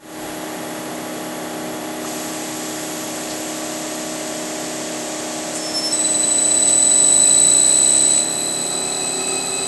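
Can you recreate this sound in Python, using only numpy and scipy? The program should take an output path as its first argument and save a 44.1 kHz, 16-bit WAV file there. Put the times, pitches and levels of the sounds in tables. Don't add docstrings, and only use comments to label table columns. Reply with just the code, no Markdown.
import sys
import numpy as np
from scipy import signal
from scipy.fft import rfft, irfft, next_fast_len
from scipy.io import wavfile
from scipy.ndimage import uniform_filter1d, map_coordinates

SR = 44100
rng = np.random.default_rng(int(sys.argv[2]) if len(sys.argv) > 2 else 0)


def file_out(sig):
    cols = np.atleast_2d(sig).T
    lim = np.clip(cols, -1, 1)
    pcm = np.round(lim * 32767).astype(np.int16)
    wavfile.write(sys.argv[1], SR, pcm)


N = 426447
T = np.arange(N) / SR
PUMP_HZ, CARRIER_HZ = 34.665, 3998.19
POWER_ON_S, RATE_DROP_S = 5.55, 5.92
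FACE_S, AWAY_S = 2.036, 8.225

# frequency in Hz, relative density in dB.
MACHINE_SPECTRUM = [(20, -36), (55, -28), (90, -7.5), (135, 0.5), (210, 3), (280, 4), (400, 6.5),
                    (490, 4.5), (700, 4), (1000, 0), (1500, -1.5), (1950, -1.5), (2300, -6.5), (3600, -9.5),
                    (5200, -15), (9000, -15.5)]
# frequency in Hz, relative density in dB.
HISS_SPECTRUM = [(900, -22), (2400, -6), (3400, -7), (4500, -6), (5800, -4.5), (6700, -0.5), (8000, 0),
                 (9000, -7.5), (10200, -20), (12000, -22)]
# frequency in Hz, relative density in dB.
SIZZLE_SPECTRUM = [(7000, -40), (9500, -7.5), (10600, -6.5), (11400, 3.5), (12000, -8)]
# time in seconds, level in dB before trim.
SIZZLE_ENVELOPE = [(.3, -41), (1.95, -42), (2.2, -38), (2.65, -40.5), (2.88, -37.5), (3.2, -40), (5.2, -46),
                   (6.8, -45), (7.45, -39.5), (8.15, -45), (8.4, -39), (8.8, -44.5)]
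# time in seconds, closeness to the spindle from 0 to 1.
MIC_CLOSENESS = [(0, 0.17), (3, 0.08), (4.3, 0.03), (6.3, 0.11), (7.6, 0.36), (8.3, 0.36), (9.1, 1)]
# time in seconds, then low hum, upper hum and casing tone in dB before trim.
PUMP_ENVELOPES = [(0.3, -31.5, -36.5, -43), (1.76, -30, -32.5, -44), (2.59, -30, -35, -43.5),
                  (3.51, -30.5, -32.5, -50), (5.07, -30.5, -31.5, -45), (6.67, -31, -31.5, -49),
                  (9.67, -33.5, -35, -48)]
# harmonic number, relative level in dB.
HARMONICS_FAR = [(1, -36), (2, -34.5), (3, -29.5), (4, -16), (5, -11.5), (6, -49), (7, -3), (8, -14.5),
                 (9, 3), (10, -27), (11, -6.5), (12, -13), (13, -24), (14, -19.5), (15, -22), (16, -9.5),
                 (17, -6), (18, -1), (19, -32), (20, -8.5), (21, -11), (22, -18.5), (23, -16.5), (24, -13),
                 (25, -18.5), (26, -25), (27, -22), (28, -24), (29, -18.5), (30, -27)]
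# harmonic number, relative level in dB.
HARMONICS_NEAR = [(1, -31), (2, -26), (3, -17.5), (4, -12.5), (5, -7), (6, -15), (7, -10), (8, -6.5),
                  (9, -11), (10, -7), (11, 1.5), (12, -10), (13, -16), (14, -20), (15, -21), (16, -6.5),
                  (17, -9), (18, -8), (19, -7), (20, -11.5), (21, -3), (22, -10), (23, -5), (24, -11),
                  (25, -26), (26, -18), (27, -29), (28, -21), (29, -16), (30, -17)]
# frequency in Hz, width in Hz, gain in dB.
CASING_MODES = [(1151, 72, 3.5), (1360, 115, -4.5), (1833, 270, -3.5), (1979, 59, 3), (3018, 200, -4),
                (3320, 360, -2.5), (4400, 290, -4)]
# peak time in seconds, level in dB, centre in Hz, width in octaves,
# 40 dB decay time in seconds.
TICK_BURSTS = [(2.049, -26, 1190, 0.39, 0.028), (3.308, -32, 5000, .3, .12), (5.558, -25, 7800, 0.24, 0.14),
               (5.928, -32, 5400, 0.035, .25), (6.685, -26.5, 5000, 0.8, .15), (8.18, -29, 2500, .4, .03)]
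# time in seconds, level in dB.
BEARING_ENVELOPE = [(5.9, -70), (7, -46), (8.4, -44), (8.8, -38), (9.1, -37.5), (9.3, -35), (9.67, -37)]
# frequency in Hz, width in Hz, gain in dB.
MOUNT_MODES = [(394, 27, -4), (770, 55, -14), (1280, 52, -1.5), (2561, 65, 3), (4790, 250, -6.5)]
# multiple of the drive frequency, relative level in dB.
SHAFT_ORDERS = [(6, -2.5), (8, -9), (9, -2), (18, -3), (31, -18)]
# time in seconds, level in dB.
WHISTLE_ENVELOPE = [(5.56, -47), (5.66, -32.5), (5.725, -34), (5.74, -22), (5.89, -24), (5.92, -19.5)]
# offset in multiples of the drive frequency, relative level in dB.
WHISTLE_SIDEBANDS = [(-1, 0), (0, -20), (1, -4)]
CARRIER_SIDEBANDS = [(-5.5, -13), (-4.5, -18), (-3.5, -19), (-2.5, -8), (-1.5, -7), (-.5, 0), (.5, -3),
                     (1, -9), (1.5, -6), (2, -12), (2.5, -3), (3.5, -17), (4.5, -17), (5, -16), (5.5, -14)]
OCTAVE_SIDEBANDS = [(-7, -29), (-5, -30), (-4, -18), (-2, -19), (-1, 0), (1, 0), (2, -9), (4, -19),
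                    (5, -29)]


def amp(db):
    return 10 ** (np.asarray(db) / 20)


def unit(x):
    return x / np.sqrt(np.mean(x ** 2) + 1e-20)


def steady(x):
    return x / np.sqrt(np.abs(uniform_filter1d(x ** 2, SR // 2)) + 1e-20)


def curves(rows):
    times_s, *columns = np.transpose(rows)
    return [np.interp(T, times_s, column) for column in columns]


def wobble(rate_hz):
    knots = rng.standard_normal(int(N * rate_hz / SR) + 4)
    return np.interp(T, T[::100], map_coordinates(knots, [T[::100] * rate_hz]))


def tone(cycles):
    return np.cos(2 * np.pi * (cycles + rng.random()))


def filtered(x, response):
    size = next_fast_len(N + SR // 2)
    return irfft(rfft(x, size) * response(np.fft.rfftfreq(size, 1 / SR)), size)[:N]


def noise(spectrum):
    points_hz, db = np.transpose(spectrum)
    white = rng.standard_normal(N)
    return unit(filtered(white, lambda hz: amp(np.interp(np.log(hz + 1), np.log(points_hz), db))))


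def resonate(x, modes):
    def response(hz):
        return sum(amp(db) * (1j * hz * width_hz / (mode_hz ** 2 - hz ** 2 + 1j * hz * width_hz)) ** 2
                   for mode_hz, width_hz, db in modes)
    return unit(filtered(x, response))


def swing(centre_s, length_s=0.072):
    return np.clip((T - centre_s) / length_s + .5, 0, 1)


def workshop(x, t60_s=0.2):
    t = T[:SR // 2]
    tail = rng.standard_normal(len(t)) * amp(-60 * t / t60_s) * (t > .006)
    return signal.fftconvolve(x, tail / np.linalg.norm(tail))[:N]


def rumble(level_db=-66, away_db=8, drift_db=5):
    gain = amp(level_db + away_db * swing(AWAY_S) + drift_db * wobble(3.3))
    return gain * noise([(20, -4), (100, -2), (250, -26), (1000, -90)])


def sizzle(trim_db=2):
    return amp(curves(SIZZLE_ENVELOPE)[0] + trim_db) * noise(SIZZLE_SPECTRUM)


def air_hiss(level_db=-33, rise_db_per_s=.5):
    off_axis_db = -6.5 * (1 - swing(FACE_S)) - 6 * swing(AWAY_S)
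    return amp(level_db + rise_db_per_s * T + off_axis_db) * noise(HISS_SPECTRUM)


def machine_noise(level_db=-32, fall_db_per_s=0.23):
    throb = 1 + 0.15 * np.cos(2 * np.pi * 4 * PUMP_HZ * T)
    return amp(level_db - fall_db_per_s * T) * throb * noise(MACHINE_SPECTRUM)


def pump(drift_db=1, jitter_cycles=0.0045):
    low_db, upper_db, casing_db = curves(PUMP_ENVELOPES)
    near = curves(MIC_CLOSENESS)[0]
    strokes = PUMP_HZ * T + jitter_cycles * wobble(5)
    harmonics = []
    for (k, far_db), (_, near_db) in zip(HARMONICS_FAR, HARMONICS_NEAR):
        gain = amp(far_db + near * (near_db - far_db) + drift_db * wobble(1.35))
        lag_cycles = k * k / 16 + .005 * k * wobble(.6)
        harmonics.append(gain * np.cos(2 * np.pi * (k * strokes - lag_cycles)))
    low_hum = amp(low_db - 1.07) * steady(sum(harmonics[:13]))
    upper_hum = amp(upper_db - 0.7) * steady(sum(harmonics[13:23] + harmonics[24:]))
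    casing_tone = amp(casing_db + 2) * steady(harmonics[23])
    rattle = np.interp(strokes, np.arange(512) / 512, rng.standard_normal(512), period=1)
    buzz = amp(low_db - 11 - 3 * near) * resonate(rattle, CASING_MODES)
    return low_hum + upper_hum + casing_tone + buzz


def ticks(rise_share=0.33):
    out = np.zeros(N)
    for peak_s, db, centre_hz, width_oct, decay_s in TICK_BURSTS:
        white = rng.standard_normal(N)
        band = filtered(white, lambda hz: np.exp(-.5 * (np.log2((hz + 1) / centre_hz) / width_oct) ** 2))
        slope_s = np.where(T < peak_s, rise_share * decay_s, decay_s)
        out += amp(db - 40 * np.abs(T - peak_s) / slope_s) * unit(band)
    return out


def bearings(cycles, flutter_db=2, shaft_db=-3, comb_db=-9):
    song = resonate(rng.standard_normal(N), MOUNT_MODES)
    unsteady_cycles = cycles + 0.0028 * wobble(12)
    shaft = unit(sum(amp(db + 1.8 * wobble(2.2)) * tone(k * unsteady_cycles) for k, db in SHAFT_ORDERS))
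    comb = unit(sum(amp(4 * wobble(2.4)) * tone(k * cycles) for k in range(126, 150, 3)))
    gain = (T > POWER_ON_S) * amp(curves(BEARING_ENVELOPE)[0] + flutter_db * wobble(15))
    return gain * (song + amp(shaft_db) * shaft + amp(comb_db) * comb)


def run_up(turn_s=5.688, creep_hz=5.8, full_hz=47.822, origin_s=5.5435, tau_s=2.6512):
    return (T > turn_s) * np.maximum(creep_hz, full_hz * np.tanh((T - origin_s) / tau_s))


def sidebands(centre_hz, bands, cycles, upper_db, scatter_rad, flutter_db, lag_rad):
    sound, power = 0, 0
    for offset, db in bands:
        gain = amp(db + upper_db * (offset > 0) + flutter_db * wobble(11))
        weakness = 1 - min(amp(db), 1)
        wander_rad = weakness * (scatter_rad * wobble(2.5) - lag_rad)
        sound += gain * np.cos(2 * np.pi * (centre_hz * T + offset * cycles) + wander_rad)
        power += gain ** 2 / 2
    return sound / np.sqrt(power)


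def starting_whistle(cycles, overtone_db=-14):
    start_hz = CARRIER_HZ * 4 / 3
    first, second = (sidebands(hz, WHISTLE_SIDEBANDS, cycles, upper_db=1, scatter_rad=.3,
                               flutter_db=.3, lag_rad=0) for hz in (start_hz, 2 * start_hz))
    return amp(curves(WHISTLE_ENVELOPE)[0]) * (first + amp(overtone_db) * second)


def running_whine(drive_hz, cycles, knee_hz=29):
    away, near = swing(AWAY_S), curves(MIC_CLOSENESS)[0]
    below_hz, above_hz = np.maximum(knee_hz - drive_hz, 0), np.maximum(drive_hz - knee_hz, 0)
    carrier_db = -25 - .4 * below_hz - .25 * above_hz - 3.5 * away
    octave_db = -12.7 - .25 * below_hz - .25 * above_hz - 8 * away
    unrest = 1 + 2.3 * near
    carrier = sidebands(CARRIER_HZ, CARRIER_SIDEBANDS, cycles - .4, upper_db=.3,
                        scatter_rad=1.1 * unrest, flutter_db=1.1 * unrest, lag_rad=1.4)
    octave = sidebands(2 * CARRIER_HZ, OCTAVE_SIDEBANDS, cycles - .5, upper_db=-7 * (1 - near ** 2),
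                       scatter_rad=.45 * unrest, flutter_db=.91 * unrest, lag_rad=2)
    carrier_tremble_db = 1.4 * wobble(110)
    octave_tremble_db = .25 * unrest * wobble(46)
    return amp(carrier_db + carrier_tremble_db) * carrier + amp(octave_db + octave_tremble_db) * octave


def inverter(drive_hz, cycles, crossfade_s=.012):
    running = np.clip((T - RATE_DROP_S) / crossfade_s, 0, 1)
    starting = (T > POWER_ON_S) * (1 - running)
    return starting * starting_whistle(cycles) + running * running_whine(drive_hz, cycles)


def scene(room_db=-15):
    drive_hz = run_up()
    cycles = np.cumsum(drive_hz) / SR
    whine = inverter(drive_hz, cycles)
    background = pump() + air_hiss() + machine_noise() + sizzle() + rumble()
    mono = background + whine + amp(room_db) * workshop(whine) + bearings(cycles) + ticks()
    return np.array([mono, mono])


def record(dry, fade_s=0.27, fade_from_db=-22.5, top_hz=11850):
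    fade = np.minimum(amp(fade_from_db) + T / fade_s, 1)
    return np.array([filtered(fade * channel, lambda hz: hz < top_hz) for channel in dry])


dry = scene()
out = record(dry)
file_out(out)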